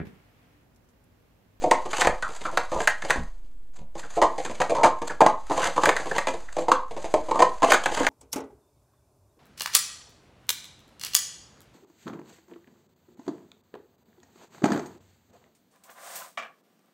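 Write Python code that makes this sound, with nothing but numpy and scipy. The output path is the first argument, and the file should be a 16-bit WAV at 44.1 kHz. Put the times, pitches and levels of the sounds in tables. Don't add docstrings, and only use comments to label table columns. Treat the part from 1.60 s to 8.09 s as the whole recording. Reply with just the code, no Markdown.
import sys
import numpy as np
from scipy import signal
from scipy.fft import rfft, irfft
from scipy.io import wavfile
from scipy.ndimage import uniform_filter1d

SR = 44100
rng = np.random.default_rng(int(sys.argv[2]) if len(sys.argv) > 2 else 0)


def store_pcm(level_fs):
    pcm = np.round(np.clip(level_fs, -1, 1) * 32767).astype(np.int16)
    wavfile.write(sys.argv[1], SR, np.atleast_2d(pcm).T)


N = 286209

# frequency in Hz, relative level in dB per Hz.
ROOM_AIR_SPECTRUM = [(25, -2), (45, -6), (70, -26), (130, -31), (250, -25.5), (450, -35), (900, -42),
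                     (3000, -50.5), (8000, -56.5), (15000, -55)]
# frequency in Hz, time to fall by 60 dB in s.
ROOM_DECAY = [(100, 0.33), (400, 0.26), (1000, 0.33), (2000, 0.25), (6000, 0.2), (14000, 0.068)]
# time in seconds, rustle level in dB.
HANDLING_LEVELS = [(1.6, -53), (1.75, -70), (2.3, -93), (2.38, -59), (3.1, -50), (3.35, -59), (3.85, -58),
                   (3.95, -42), (4.5, -46), (5.0, -56.5), (5.28, -63.5), (5.4, -51.5)]
# frequency in Hz, relative level in dB per Hz.
RUB_SPECTRUM = [(120, -15.5), (300, -15), (600, 13.5), (1600, 7), (3000, 0.5), (4300, 2), (6600, 5),
                (8200, -2), (10000, -9), (15000, -29)]
# start in seconds, level in dB.
HAND_PRESSES = [(0.463, -33), (1.145, -38), (1.575, -30), (2.201, -45)]
# frequency in Hz, relative level in dB.
PANEL_MODES = [(50, 1), (70, 0.5), (122, -7.5), (151, 3.5), (180, -0.5), (215, 4)]
# frequency in Hz, relative level in dB.
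TOP_MODES = [(255, -11), (289, -5), (336, 0), (390, -7), (441, -2.5), (480, 3.5), (530, 5.5)]
# frequency in Hz, relative level in dB.
CUP_MODES = [(600, 3), (641, 4.5), (700, -1), (759, -4), (813, -4.5), (883, 1), (922, -5.5), (985, 1),
             (1044, 4), (1120, 3.5), (1200, 0.5), (1280, 0), (1420, -8.5), (1500, -8), (1582, -10.5),
             (1675, -7), (1755, -15.5), (1825, -7), (1927, -8.5), (2080, -2), (2229, 1), (2400, 5.5),
             (2600, 4)]
# frequency in Hz, relative level in dB per Hz.
RIM_SPECTRUM = [(1800, -12.5), (2700, 5.5), (4300, 3), (6600, 5), (8000, -1.5), (10000, -10),
                (12500, -24.5), (15000, -23)]
# start in seconds, length in s, level at the highest pitch in dB, start pitch in Hz, end pitch in Hz.
GAP_GLIDES = [(0.622, 0.063, -28, 1505, 1143), (0.85, .06, -28, 1369, 1030),
              (1.272, 0.038, -23.5, 1870, 1686), (1.42, 0.01, -20.5, 1687, 1830),
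              (2.427, 0.037, -41, 1746, 1400), (2.848, 0.041, -37, 1730, 1285),
              (3.495, 0.031, -32, 1750, 1440), (4.015, 0.028, -23, 1190, 1900),
              (4.363, 0.012, -22, 1575, 1840), (4.51, 0.014, -25.5, 1660, 1820),
              (4.883, 0.011, -32.5, 1550, 1740), (6.098, .024, -59, 1360, 1830)]
# start in seconds, end in seconds, rustle level in dB.
DRAWN_CUPS = [(0, 0.038, -42.5), (0.286, 0.338, -38), (0.349, 0.405, -42), (0.681, 0.78, -39.5),
              (1.141, 1.259, -34.5), (2.132, 2.175, -52), (2.341, 2.413, -46.5), (2.492, 2.58, -38),
              (2.803, 2.865, -39), (3.442, 3.485, -42), (3.898, 3.981, -38), (4.163, 4.244, -49),
              (4.513, 4.572, -55), (4.796, 4.95, -57), (4.964, 5.025, -39), (5.39, 5.431, -46.5),
              (6.272, 6.394, -39)]
# start in seconds, hollow pop in dB, hardness (clack over pop) in dB.
GRABBED_STACKS = [(.253, -30.5, -15), (.383, -27.5, -14), (.6893, -41, -8.5), (.8098, -43, -1),
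                  (.927, -36.5, -18), (1.438, -32, -7), (1.5586, -29.5, -15), (1.846, -71, -6),
                  (2.178, -52, -11), (2.215, -53, -23), (2.3534, -37.5, -17), (2.433, -44.5, -10),
                  (2.8495, -34, -5.5), (2.8966, -32.5, -10.5), (2.946, -51, 4), (3.4178, -27.5, -14.5),
                  (4.399, -34.5, -7), (4.456, -29.5, -14), (4.7363, -31.5, -13), (5.0204, -35.5, -15),
                  (5.309, -36, -14), (5.3657, -31.5, -15), (5.443, -29, -12.5), (5.685, -28.5, -20),
                  (6.313, -28, -11)]
# start in seconds, rattle length in s, hollow pop in dB, pop pitch in Hz, hardness (clack over pop) in dB.
CUP_LANDINGS = [(0.019, 0.011, -36, 596, -13), (0.038, 0.02, -16.5, 710, -24.5),
                (0.0595, 0.01, -22.5, 666, -34), (0.112, 0, -10, 863, -10), (1.1172, .032, -23, 830, -17),
                (1.155, 0.047, -22.5, 850, -24), (2.568, 0.027, -17, 730, -27),
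                (2.6166, 0.0091, -12, 870, -13), (2.623, 0.016, -12, 860, -20.5),
                (2.781, 0.024, -26, 746, -12.5), (3.002, 0.0067, -18, 746, -15),
                (3.0955, 0.018, -21.5, 730, -13.5), (3.1187, 0.0013, -19.5, 700, -29),
                (3.1493, 0.019, -21, 890, -15.5), (3.184, 0.029, -18, 830, -27.5),
                (3.2332, 0.016, -9, 730, -13), (3.245, 0.028, -10, 940, -14.5),
                (3.6059, 0.0035, -9, 843, -26.5), (3.6178, .002, -9.5, 730, -41),
                (3.663, 0.00056, -9.5, 910, -15.5), (3.8976, 0.0037, -27.5, 860, -19),
                (3.9086, .015, -18, 835, -22), (3.965, .015, -20.5, 815, -18),
                (4.1617, 0.017, -23.5, 960, -13.5), (4.1796, .002, -16.5, 930, -25),
                (4.235, 0.011, -15.5, 940, -9.5), (4.5515, .019, -25, 830, -10),
                (4.6705, 0.019, -20.5, 820, -7), (4.9667, .028, -21, 724, -18.5),
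                (5.0832, .016, -16, 810, -22), (5.1167, 0, -9.5, 1080, -13), (5.54, .011, -13, 710, -20),
                (5.7111, 0.006, -17.5, 854, -21), (5.745, 0.036, -19, 935, -23),
                (5.792, 0.012, -12.5, 746, -15), (5.8197, 0.0057, -7.5, 870, -15.5),
                (6.021, 0.0043, -20, 910, -18), (6.029, .012, -9.5, 840, -17)]
# start in seconds, rattle length in s, shell clack in dB, cabinet thud in dB, rustle of the slide in dB.
CUP_NESTINGS = [(0.3312, 0.014, -26.5, -34, -43), (.418, 0, -18, -27.5, -29),
                (0.4483, 0.008, -24.5, -25.5, -53), (0.471, 0.0000086, -20, -18.5, -50),
                (0.6244, 0.0064, -30, -42, -71), (0.852, 0.018, -34, -35.5, -58),
                (.973, 0.0053, -18.5, -26.5, -49), (1.204, 0.0079, -29, -28.5, -55),
                (1.274, 0.0017, -13.5, -35, -56), (1.4209, 0.0053, -34.5, -49, -66),
                (1.4982, 0.0027, -29.5, -26, -47), (1.505, 0, -16, -34.5, -56),
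                (3.016, .003, -22.5, -29, -54), (3.5015, 0.02, -38, -33.5, -56),
                (3.608, .008, -21, -48, -80), (4.0027, 0, -32.5, -29, -42), (4.03, 0.011, -27.5, -30, -40),
                (4.054, .009, -24.5, -33, -40), (4.077, .009, -36, -32, -28),
                (4.2563, .0016, -16.5, -42, -38), (4.27, 0.016, -31, -17.5, -53),
                (4.2912, 0.0017, -17, -24.5, -48), (4.3655, 0, -24, -40, -62),
                (4.515, .001, -37.5, -26.5, -44), (4.582, 0.0059, -21, -30.5, -37),
                (6.0824, 0.052, -34, -23, -56), (6.1198, 0, -12, -21, -24.5), (6.139, 0, -27, -23, -48),
                (6.1408, 0.0086, -15.5, -34, -34), (6.2586, 0.0056, -20, -27, -41),
                (6.37, 0.048, -27, -27, -38), (6.405, 0.009, -39.5, -18, -36.5),
                (6.432, 0.018, -25.5, -33, -30.5), (6.467, 0.00071, -17, -29.5, -42)]

HIT_SIZE = 5292
CONTACTS_PER_S = 450
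TOP_T60_S, PANEL_T60_S, POP_T60_S, CLACK_T60_S, TICK_T60_S = 0.094, 0.18, 0.084, 0.04, 0.046

TICKS_PER_S, TICKS_DB, TICKS_SPREAD_DB = 66, -6.5, 9
SLIDE_S, SLIDE_GAP_HZ, DRAW_GAP_HZ = 0.075, 2940, 6940
GRAB_RATTLE_S, GRAB_POP_HZ = 0.017, 783

THUD_DB, THUD_SHARE, THUD_MOST_DB = -10.5, 0.67, 1
THUD_DB_PER_OCTAVE = -7
LANDING_CLACK_HZ, LANDING_TICK_DB, LANDING_TICK_SHARE = 1797, -7.0, 0.78
CLACK_SLOPE = -0.44
NEST_POP_HZ, NEST_CLACK_HZ = 807, 1635
NEST_POP_DB, NEST_POP_SHARE = 3.0, 0.53
NEST_TICK_DB, NEST_TICK_SHARE = -10.5, 0.83


def from_db(db):
    return 10 ** (np.asarray(db) / 20)


def rms_one(x):
    return x / np.sqrt(np.mean(x ** 2) + 1e-20)


def unit_energy(x):
    return x / np.sqrt(np.sum(x ** 2) + 1e-20)


def at_hz(points, hz):
    known_hz, values = np.transpose(points)
    return np.interp(np.log(np.maximum(hz, 1)), np.log(known_hz), values)


def noise(spectrum, size):
    hz = np.fft.rfftfreq(size, 1 / SR)
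    shaped = rfft(rng.standard_normal(size)) * from_db(at_hz(spectrum, hz))
    return rms_one(irfft(shaped, size))


def dying(t60, size):
    return np.exp(-np.log(1000) * np.arange(size) / SR / t60)


def passed(x, kind, hz, order=2):
    sections = signal.butter(order, np.clip(hz, 10, SR * 0.45), kind, fs=SR, output="sos")
    return signal.sosfilt(sections, x)


def add(track, s, sound):
    start = max(round(s * SR), 0)
    track[start:start + len(sound)] += sound[:len(track) - start]


def struck(touches, response):
    return signal.fftconvolve(touches, response)[:len(touches)]


def narrow_band(phase, bandwidth_hz):
    flutter = passed(rng.standard_normal((2, len(phase))), "low", bandwidth_hz / 2)
    return rms_one(flutter[0] * np.cos(phase) + flutter[1] * np.sin(phase))


def background(air_db=-49.5, whine_hz=7865, whine_db=-85.5):
    whine = np.sqrt(2) * np.sin(2 * np.pi * whine_hz * np.arange(N) / SR)
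    return from_db(air_db) * noise(ROOM_AIR_SPECTRUM, N) + from_db(whine_db) * whine


def handling(stir_db=3.0, stir_s=0.011):
    t = np.arange(N) / SR
    moves = np.arange(0, N / SR, stir_s)
    stir = np.interp(t, moves, rng.standard_normal(len(moves)))
    level_db = np.interp(t, *np.transpose(HANDLING_LEVELS)) + stir_db * stir
    return from_db(level_db) * noise(RUB_SPECTRUM, N)


def fingertips(t60=0.033):
    happens = rng.random(N) < TICKS_PER_S / SR
    sizes = happens * from_db(TICKS_SPREAD_DB * np.clip(rng.standard_normal(N), -2, 2))
    tick = noise(RUB_SPECTRUM, HIT_SIZE) * dying(t60, HIT_SIZE)
    ticks = rms_one(struck(sizes, tick))
    busy_db = np.interp(np.arange(N) / SR, *np.transpose(HANDLING_LEVELS))
    return from_db(busy_db + TICKS_DB) * ticks


def ring(modes, t60, detune, centre_hz=1, focus_db=0):
    hz, level_db = np.transpose(modes)
    focused_db = level_db - focus_db * abs(np.log2(hz / centre_hz))
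    strength = from_db(focused_db + 2 * rng.standard_normal(len(hz)))
    strength = strength * rng.choice([-1, 1], len(hz))
    hz = hz * (1 + detune * rng.standard_normal(len(hz)))
    sines = np.sin(2 * np.pi * np.outer(hz, np.arange(HIT_SIZE) / SR))
    modal = strength @ sines * dying(t60, HIT_SIZE)
    return passed(modal, "high", hz[0] / 2)


def cabinet_sway(sway_hz=28.6, t60=1.0, bump_t60=0.18, press_s=0.02):
    out, t = np.zeros(N), np.arange(SR) / SR
    press = 1 - np.exp(-t / press_s)
    for s, level_db in HAND_PRESSES:
        panels = ring(PANEL_MODES, bump_t60, detune=0.043, focus_db=4.0)
        bump = rms_one(press[:HIT_SIZE] * panels)
        rocking = press * np.sin(2 * np.pi * sway_hz * t) * dying(t60, SR)
        add(out, s, from_db(level_db) * rocking)
        add(out, s, from_db(level_db) / 2 * bump)
    return out


def gap_tones(width_hz=360, narrow_db=22.5, edge_s=0.00433, size=8192):
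    out, t = np.zeros(N), np.arange(size) / SR
    for s, length_s, level_db, start_hz, end_hz in GAP_GLIDES:
        hz = start_hz * (end_hz / start_hz) ** np.minimum(t / length_s, 1)
        tone = narrow_band(2 * np.pi * np.cumsum(hz) / SR, width_hz)
        contact = np.clip(np.minimum(t, length_s - t) / edge_s, 0, 1)
        loudness = from_db(level_db + narrow_db * np.log2(hz / hz.max()))
        add(out, s, contact * loudness * tone)
    return out


def strokes():
    slides = [(s - SLIDE_S, s, level_db, SLIDE_GAP_HZ) for s, *_, level_db in CUP_NESTINGS]
    draws = [(start, end, level_db, DRAW_GAP_HZ) for start, end, level_db in DRAWN_CUPS]
    return slides + draws


def sliding(swell_db=15.5, catch_db=7.5, catch_s=0.007, gap_db=-6.5, gap_width=0.13, glide=0.18,
            edge_s=0.0014, size=8192):
    out, t = np.zeros(N), np.arange(size) / SR
    for start, end, level_db, gap_hz in strokes():
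        length = max(end - start, edge_s)
        progress = np.minimum(t / length, 1)
        phase = 2 * np.pi * np.cumsum(gap_hz * (1 + glide * (progress - 0.5))) / SR
        gap = narrow_band(phase, gap_hz * gap_width)
        catches = np.interp(t / catch_s, np.arange(size), rng.standard_normal(size))
        contact = np.clip(np.minimum(t, length - t) / edge_s, 0, 1)
        effort = contact * from_db(level_db + swell_db * (progress - 1) + catch_db * catches)
        add(out, start, effort * (noise(RUB_SPECTRUM, size) + from_db(gap_db) * gap))
    return out


def landing(s, rattle_s, pop_db, pop_hz, hardness_db):
    octaves = np.log2(pop_hz / GRAB_POP_HZ)
    thud_db = min(THUD_DB + THUD_SHARE * pop_db, pop_db + THUD_MOST_DB)
    thud_db += THUD_DB_PER_OCTAVE * octaves
    clack_db = pop_db + hardness_db
    clack_hz = LANDING_CLACK_HZ * 2 ** (CLACK_SLOPE * octaves)
    tick_db = LANDING_TICK_DB + LANDING_TICK_SHARE * clack_db
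    return s, rattle_s, thud_db, pop_db, pop_hz, clack_db, clack_hz, tick_db


def nesting(s, rattle_s, clack_db, thud_db):
    pop_db = NEST_POP_DB + NEST_POP_SHARE * thud_db + (1 - NEST_POP_SHARE) * clack_db
    tick_db = NEST_TICK_DB + NEST_TICK_SHARE * clack_db
    return s, rattle_s, thud_db, pop_db, NEST_POP_HZ, clack_db, NEST_CLACK_HZ, tick_db


def contacts():
    landings = [landing(*row) for row in CUP_LANDINGS]
    nestings = [nesting(*row[:-1]) for row in CUP_NESTINGS]
    grabs = [landing(s, GRAB_RATTLE_S, pop_db, GRAB_POP_HZ, hardness_db)
             for s, pop_db, hardness_db in GRABBED_STACKS]
    return sorted(landings + nestings + grabs)


def rattle(length_s, fade_db=2.5, later_db=-8.5, uneven_db=6.5, count=24):
    when = rng.random(count)
    size, sign = rng.standard_normal(count), rng.choice([-1, 1], count)
    heard = np.arange(count) < length_s * CONTACTS_PER_S
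    strength = from_db(later_db - fade_db * when + uneven_db * size)
    clicks = np.zeros(HIT_SIZE)
    np.add.at(clicks, (when * length_s * SR).astype(int), heard * sign * strength)
    clicks[0] += 1
    return clicks


def cup_ring(touches, centre_hz, t60, focus_db, spread):
    modal = ring(CUP_MODES, t60, detune=0.02, centre_hz=centre_hz, focus_db=focus_db)
    return passed(struck(touches, modal), "band", [centre_hz / spread, centre_hz * spread])


def rim_tick(touches, crack_db=-3.5, crack_t60=0.0035, top_hz=11500):
    shape = dying(TICK_T60_S, HIT_SIZE) + from_db(crack_db) * dying(crack_t60, HIT_SIZE)
    envelope = np.sqrt(abs(struck(touches ** 2, shape ** 2)))
    return passed(noise(RIM_SPECTRUM, HIT_SIZE) * envelope, "low", top_hz, order=3)


def snap(t60=0.011):
    return np.diff(rng.standard_normal(HIT_SIZE + 1)) * dying(t60, HIT_SIZE)


def cups(snap_db=-6.5, panel_db=-30.5, panel_share=0.42):
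    spots = np.zeros((6, N))
    level_span = np.sqrt(SR / 100)
    for k, contact in enumerate(contacts()):
        s, rattle_s, thud_db, pop_db, pop_hz, clack_db, clack_hz, tick_db = contact
        touches = rattle(rattle_s)
        thud = struck(touches, ring(TOP_MODES, TOP_T60_S, detune=0.03))
        panels = ring(PANEL_MODES, PANEL_T60_S, detune=0.041)
        pop = cup_ring(touches, pop_hz, POP_T60_S, focus_db=22.5, spread=1.53)
        clack = cup_ring(touches, clack_hz, CLACK_T60_S, focus_db=11.5, spread=1.202)
        parts = [(thud_db, thud),
                 (panel_db + panel_share * thud_db, panels),
                 (pop_db, pop),
                 (clack_db, clack),
                 (tick_db, rim_tick(touches)),
                 (snap_db + 2 * clack_db, snap())]
        for level_db, sound in parts:
            add(spots[k % len(spots)], s, from_db(level_db) * level_span * unit_energy(sound))
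    return spots


def evened(response, width_hz=45):
    size = 2 * len(response)
    spectrum = rfft(response, size)
    power = uniform_filter1d(abs(spectrum) ** 2, max(round(width_hz * size / SR), 1))
    cepstrum = irfft(np.log(np.maximum(power / np.median(power), 1e-6)))[:len(response)]
    cepstrum[0] /= 2
    return irfft(spectrum * np.exp(-rfft(cepstrum, size)))[:len(response)]


def room(x, wet_db=-5.5, first_echo_s=0.003, size=22050):
    edges = np.geomspace(50, 18000, num=10)
    response = np.zeros(size)
    response[0] = 1
    for low, high in zip(edges, edges[1:]):
        decay = dying(at_hz(ROOM_DECAY, np.sqrt(low * high)), size)
        band = passed(rng.standard_normal(size), "band", [low, high]) * decay
        bandwidth_share = np.sqrt(2 * (high - low) / SR)
        add(response, first_echo_s, from_db(wet_db) * unit_energy(band) * bandwidth_share)
    return signal.fftconvolve(x, evened(response))[:N]


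def scene():
    rustle = sliding() + gap_tones() + handling() + fingertips()
    in_room = sum(room(source) for source in [*cups(), rustle])
    mono = in_room + cabinet_sway() + background()
    return np.array([mono, mono])


def record(dry, notch_hz=5480, notch_width_hz=1000, offset=0.024, cutoff_hz=15100):
    notch = signal.iirnotch(notch_hz, notch_hz / notch_width_hz, fs=SR)
    notched = signal.lfilter(*notch, dry)
    rounded = notched / (1 + notched ** 12) ** (1 / 12)
    top_cut = signal.ellip(10, 0.1, 80, cutoff_hz, fs=SR, output="sos")
    return offset + signal.sosfilt(top_cut, rounded)


dry = scene()
out = record(dry)
store_pcm(out)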